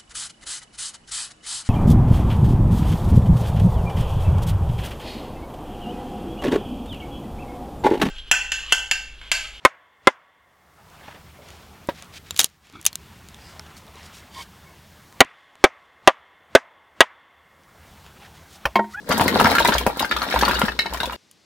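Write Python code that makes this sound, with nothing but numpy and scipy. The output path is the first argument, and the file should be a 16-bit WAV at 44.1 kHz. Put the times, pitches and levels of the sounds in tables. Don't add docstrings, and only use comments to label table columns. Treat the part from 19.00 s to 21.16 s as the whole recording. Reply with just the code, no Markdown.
import sys
import numpy as np
from scipy import signal
from scipy.fft import irfft
from scipy.io import wavfile
from scipy.ndimage import uniform_filter1d

SR = 44100
rng = np.random.default_rng(int(sys.argv[2]) if len(sys.argv) > 2 else 0)


def store_pcm(level_fs):
    pcm = np.round(np.clip(level_fs, -1, 1) * 32767).astype(np.int16)
    wavfile.write(sys.argv[1], SR, np.atleast_2d(pcm).T)


def linear_from_db(decibels):
    return 10 ** (np.asarray(decibels, float) / 20)


N = 95388

# (time [s], peak level [dB], main mode [Hz])
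FIRST_KNOCKS = [(.109, -8, 1400), (.179, -13, 972), (.198, -5, 894), (.211, -5, 907), (.256, -14, 990),
                (.28, -6, 2070), (.358, -5, 810), (.399, -1, 1300), (.411, -3, 888), (.446, -2, 1300),
                (.456, 0, 1600), (.469, -1, 950), (.552, -5, 1400), (.584, -5, 1690), (.603, -7, 900),
                (.649, -5, 993), (.686, -3, 1007), (.722, -10, 1500), (.735, -11, 1580), (.751, -7, 996),
                (.865, -3, 800), (.898, -16, 837)]
LATER_KNOCKS = [(1.006, -8, 1100), (1.028, -11, 880), (1.046, -12, 1580), (1.112, -6, 1753),
                (1.165, -11, 1260), (1.218, -10, 1330), (1.309, -17, 2200), (1.326, -12, 1670),
                (1.341, -10, 730), (1.361, -6, 975), (1.425, -12, 800), (1.433, -7, 988), (1.48, -5, 1383),
                (1.511, -8, 1626), (1.532, -12, 1383), (1.586, -14, 1433), (1.616, -9, 1382),
                (1.683, -11, 1790), (1.858, -19, 900), (1.927, -18, 900), (1.946, -17, 1026),
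                (1.972, -19, 1780), (2.003, -13, 1540), (2.032, -13, 993), (2.097, -18, 1310),
                (2.123, -20, 1025)]
# (time [s], peak level [dB], main mode [Hz])
SMALL_KNOCKS = [(.092, -16, 600), (.118, -11, 2000), (.325, -17, 1030), (.497, -12, 900), (.512, -10, 780),
                (.541, -14, 900), (.655, -8, 2000), (.811, -18, 1020), (.971, -21, 590), (1.229, -13, 1300),
                (1.267, -18, 783), (1.411, -12, 1690), (1.468, -14, 1400), (1.494, -11, 950),
                (1.682, -15, 980), (2.074, -24, 540)]
# (time [s], peak level [dB], main mode [Hz])
FIRST_CLINKS = [(.1136, -14, 4690), (.2109, -11, 3410), (.2798, -13, 4120), (.4424, -14, 4000),
                (.5087, -14, 4140), (.5836, -8, 2880), (.5974, -14, 3880), (.6484, -12, 3760),
                (.6759, -11, 4000), (.6898, -9, 2906), (.7387, -11, 4900), (.7811, -9, 3250),
                (.8649, -13, 2200)]
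LATER_CLINKS = [(.9946, -13, 3797), (1.0221, -19, 4930), (1.1164, -14, 3670), (1.1643, -15, 3367),
                (1.2176, -18, 4310), (1.3892, -15, 3560), (1.4127, -12, 4470), (1.4506, -12, 4460),
                (1.4945, -15, 3390), (1.5439, -15, 4590), (1.936, -25.5, 3060), (2.0023, -15, 3706),
                (2.0318, -18, 3800), (2.0562, -18, 3510)]
SMALL_CLINKS = [(.1242, -17, 5900), (.3901, -17, 3950), (.4509, -17, 3090), (.5517, -19, 4220),
                (.625, -16, 3750), (.7218, -16, 3530), (.9946, -17, 2950), (1.093, -27, 4580),
                (1.285, -25, 3700), (1.3254, -17, 3850), (1.453, -14, 3200), (1.517, -18, 3750),
                (1.554, -19, 2900), (1.5669, -17, 3770), (1.7589, -33, 3530), (2.1306, -27, 2820)]
# (time [s], peak level [dB], main mode [Hz])
WALL_THUMPS = [(.098, -16, 244), (.207, -14, 260), (.259, -15, 270), (.357, -11, 270), (.409, -13, 291),
               (.447, -11, 230), (.682, -14, 218), (.863, -18, 278), (1.01, -23, 312), (1.422, -20, 280),
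               (1.635, -11, 226), (2.005, -27, 229)]
# (time [s], peak level [dB], main mode [Hz])
SNAPS = [(.116, -9, 1000), (.127, -10, 900), (.197, -6, 1200), (.2165, -7, 600), (.358, -11, 700),
         (.398, -7, 1100), (.4125, -5, 800), (.584, -5, 2500), (.865, -9, 900), (1.4255, -5, 800),
         (1.434, -4, 1000), (1.617, -4, 1200), (2.032, -19, 1500)]
# (time [s], peak level [dB])
GRIT = [(0.0887, -20.5), (0.1244, -23), (0.178, -15.5), (0.2099, -15), (0.2788, -14), (0.398, -15.5),
        (0.4409, -22), (0.5077, -15.5), (0.5511, -15.5), (0.5965, -17), (0.6464, -15.5),
        (0.6739, -12.5), (0.7811, -13), (0.8649, -17), (0.9941, -16.5), (1.1094, -28),
        (1.1633, -25.5), (1.2266, -24.5), (1.3079, -28), (1.3887, -17), (1.4122, -18),
        (1.4506, -21.5), (1.483, -18.5), (1.5918, -16.5), (1.7913, -26), (1.9355, -23),
        (2.0562, -26), (2.1226, -31)]
MORE_GRIT = [(.2374, -19), (.3571, -24), (.4105, -18), (.4684, -20), (.5836, -21), (.69, -20), (.74, -22),
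             (.9712, -26), (1.05, -27), (1.3429, -26), (1.5125, -22), (1.5429, -26), (1.6597, -28),
             (1.9725, -31), (2.0029, -27), (2.0318, -26)]
# (time [s], peak level [dB])
BOOMS = [(.12, -32), (.2, -28), (.35, -31), (.43, -26), (.57, -28), (.73, -19), (.87, -30), (1.12, -28),
         (1.34, -19), (1.52, -23), (1.66, -27), (1.89, -27), (2.03, -28)]
# (time [s], heap rattle level [dB], level of shells still in the basin [dB])
POUR = [(.05, -56, -46), (.11, -27, -27), (.3, -29, -26), (.45, -23, -26), (.62, -25, -31), (.76, -27, -29),
        (.83, -37, -38), (.95, -38, -44), (1.03, -32, -39), (1.075, -38, -42), (1.2, -29, -38),
        (1.26, -33, -39), (1.36, -26, -35), (1.66, -29, -31), (1.73, -41, -41), (1.78, -45, -44),
        (1.95, -37, -42), (2.15, -39, -44)]
# (frequency [Hz], level [dB], decay time t60 [s])
LONE_MODES = [(1857, -2, .035), (2200, 0, .03), (2650, -6, .03), (2980, -8, .03), (3919, 0, .05),
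              (4269, -7, .03), (5044, -10, .03), (10660, -27, .04)]
# (time [s], peak level [dB])
BOUNCES = [
    (1.7908, -4),
    (1.7922, -1),
    (1.7955, -3),
    (1.807, -12),
    (1.82, -15),
    (1.862, -13),
    (1.868, -15),
]
# (lowest mode [ratio to main], highest mode [ratio to main],
# other modes [dB], tilt [dB per octave], decay time t60 [s], chatter [s], rise [s])
KNOCK_BODY = [.72, 4.2, -7, -6, .027, .016, .0004]
CLINK_BODY = [.7, 1.6, -11, -3, .033, .008, .0004]
THUMP_BODY = [.75, 2.5, -5, -3, .08, .012, .003]
SNAP_BODY = [.6, 3, -4, -3, .005, .002, .0002]
# (frequency [Hz], density [dB per Hz])
HEAP_SPECTRUM = [(300, -30), (800, -1), (1700, -3), (2600, -13), (3900, -7), (6300, -19), (14000, -17),
                 (16000, -20)]
SLIDE_SPECTRUM = [(45, -35), (130, -14), (220, 0), (650, -8), (1200, -40)]
YARD_SPECTRUM = [(30, 0), (320, -4.5), (2500, -28), (5000, -17), (16000, -33)]

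APART_HZ = 3200
OPPOSITE = np.array([[1], [-1]])


def evened(x):
    return x / np.sqrt(np.mean(x ** 2) + 1e-20)


def curve(table, index):
    rows = np.array(table)
    return np.interp(np.arange(N) / SR, rows[:, 0], rows[:, index])


def colour(x, spectrum):
    hz = np.fft.rfftfreq(1024, 1 / SR)
    f, db = np.transpose(spectrum)
    gain = linear_from_db(np.interp(np.log(hz + 1), np.log(f + 1), db))
    response = np.roll(irfft(gain), 512) * np.hanning(1024)
    return signal.oaconvolve(x, response[None], "same", axes=1)


def add(mix, s, sound):
    part = mix[:, round(s * SR):][:, :sound.shape[1]]
    part += sound[:, :part.shape[1]]


def yard():
    air = rng.standard_normal((3, N))
    return linear_from_db(-50) * evened(colour(air[:2] * .6 + air[2], YARD_SPECTRUM))


def grains(per_s, lo_hz, hi_hz, cycles, spread_db, tick_db):
    out, t = np.zeros((2, N)), np.arange(2500) / SR
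    size = linear_from_db(spread_db * np.minimum(rng.exponential(1, N), 5)) * (rng.random(N) < per_s / SR)
    kind = rng.integers(0, 48, N)
    for k, (a, b, c) in enumerate(rng.random((48, 3))):
        f = lo_hz * (hi_hz / lo_hz) ** ((k + a) / 48)
        turn = np.clip(f / APART_HZ, 0, 1) * 3.68 * (b - .5) * OPPOSITE
        decay = linear_from_db(-60 * t * f / (cycles * (.5 + c)))
        tap = decay * np.sin(2 * np.pi * f * t + turn) * f / hi_hz
        tick = linear_from_db(tick_db - 60 * t / .0065) * rng.standard_normal((2, len(t)))
        out += signal.oaconvolve((size * (kind == k))[None], tap + tick, axes=1)[:, :N]
    return out


def rattle():
    heap = colour(grains(1600, 450, 6020, 20, 3.6, -11), HEAP_SPECTRUM)
    slide = colour(grains(500, 78.4, 606, 14, 2.1, -40), SLIDE_SPECTRUM)
    return linear_from_db(curve(POUR, index=1)) * evened(heap) + linear_from_db(curve(POUR, index=2)) * evened(slide)


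def walls(x):
    t = np.arange(9000) / SR
    sparse = rng.standard_normal((2, len(t))) * (rng.random((2, len(t))) < .05)
    tail = sparse * linear_from_db(-60 * t / .14) * (t > .002)
    without_rumble = signal.lfilter([1, -1], [1, -.93], x)
    return signal.oaconvolve(without_rumble, tail / np.linalg.norm(tail[0]), axes=1)[:, :N]


def cracks(table):
    t, out = np.arange(2500) / SR, np.zeros((2, N))
    decay = linear_from_db(-60 * t / .04) + linear_from_db(-8 - 60 * t / .08)
    envelope = np.minimum(t / .0015, 1) * decay
    for (s, db), noise in zip(table, rng.standard_normal((40, 3, len(t)))):
        rough = linear_from_db(3 * evened(uniform_filter1d(noise[2], 40)))
        add(out, s, linear_from_db(db - 9.5) * noise[:2] * rough * envelope)
    bright = colour(out, [(2500, -17), (5000, 4), (8000, 2.5), (13000, 4.5), (16000, 0)])
    return linear_from_db(-1.2 * OPPOSITE) * bright


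def ring(hz, lo, hi, others_db, tilt_db, t60, luck):
    t, out = np.arange(3000) / SR, np.zeros((2, 3000))
    for k, (a, b, c) in enumerate(luck):
        ratio, db, swing = 1, 0, 1.4
        if k:
            ratio = lo * (hi / lo) ** ((k - a) / len(luck))
            db = others_db + 8 * (c - .5) + tilt_db * np.log2(max(ratio, 1))
            swing = 2.8
        turn = min(hz * ratio / APART_HZ, 1) * swing * (b - .5) * OPPOSITE
        decay = linear_from_db(db - 60 * t * np.sqrt(ratio) / t60)
        out = out + decay * np.sin(2 * np.pi * hz * ratio * t + turn)
    return out


def chatter(length, luck):
    train = np.zeros(2000)
    when, size = luck.T
    at = np.clip(when * length * SR, 1, 1999).astype(int)
    np.add.at(train, at, np.sign(size - .5) * linear_from_db(-5 - 8 * when - 9 * (2 * size % 1)))
    train[0] = 1
    return train[None]


def hits(table, body):
    out = np.zeros((2, N))
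    lo, hi, others_db, tilt_db, t60, length, rise_s = body
    mode_luck, contact_luck = rng.random((40, 12, 3)), rng.random((40, 12, 2))
    for (s, db, hz), a, b in zip(table, mode_luck, contact_luck):
        x = signal.oaconvolve(chatter(length, b), ring(hz, lo, hi, others_db, tilt_db, t60, a), axes=1)
        rise = np.minimum(np.arange(x.shape[1]) / SR / rise_s, 1)
        add(out, s, linear_from_db(db + 3.2) * x * rise / abs(x).max())
    return out


def boom():
    t, out = np.arange(0, .6, 1 / SR), np.zeros((2, N))
    held_hz, resting_hz, set_down_s, t60 = 85, 60, .5, .6
    swell = np.sin(np.pi / 2 * np.minimum(t / .035, 1)) ** 2
    for s, db in BOOMS:
        hz = held_hz if s < set_down_s else resting_hz
        add(out, s, (linear_from_db(db - 60 * t / t60) * swell * np.sin(2 * np.pi * hz * t))[None])
    return out


def lone_shell():
    t, out = np.arange(4000) / SR, np.zeros((2, N))
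    for (s, db), luck in zip(BOUNCES, rng.random((10, 10, 2))):
        x = np.zeros((2, len(t)))
        for (hz, mode_db, t60), (a, b) in zip(LONE_MODES, luck):
            decay = linear_from_db(mode_db + 5 * (a - .5) - 60 * t / t60)
            x += decay * np.sin(2 * np.pi * hz * t + 1.5 * (b - .5) * OPPOSITE)
        add(out, s, linear_from_db(db) * x / abs(x).max())
    return out


def scene():
    near = hits(FIRST_KNOCKS, KNOCK_BODY) + hits(LATER_KNOCKS, KNOCK_BODY)
    near = near + hits(WALL_THUMPS, THUMP_BODY)
    near = near + hits(FIRST_CLINKS, CLINK_BODY) + hits(LATER_CLINKS, CLINK_BODY)
    near = near + cracks(GRIT) + rattle()
    no_thud = signal.butter(2, 350, "high", fs=SR, output="sos")
    near = near + signal.sosfilt(no_thud, hits(SNAPS, SNAP_BODY))
    near = near + hits(SMALL_KNOCKS, KNOCK_BODY) + hits(SMALL_CLINKS, CLINK_BODY)
    near = near + cracks(MORE_GRIT) + lone_shell()
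    quiet = yard()
    return near + linear_from_db(-7) * walls(near) + boom() + quiet


def low_pass(x):
    return signal.sosfilt(signal.butter(12, 16970, fs=SR, output="sos"), x)


def record(dry):
    hot = signal.sosfilt(signal.butter(2, 38, "high", fs=SR, output="sos"), dry)
    left_db, ceiling = 1.3, 1.3
    hot = ceiling * np.tanh(hot * linear_from_db(left_db * OPPOSITE) / ceiling)
    edge = signal.firwin(255, 15950, fs=SR)
    return low_pass(signal.oaconvolve(hot, edge[None], "same", axes=1))


dry = scene()
out = record(dry)
store_pcm(out)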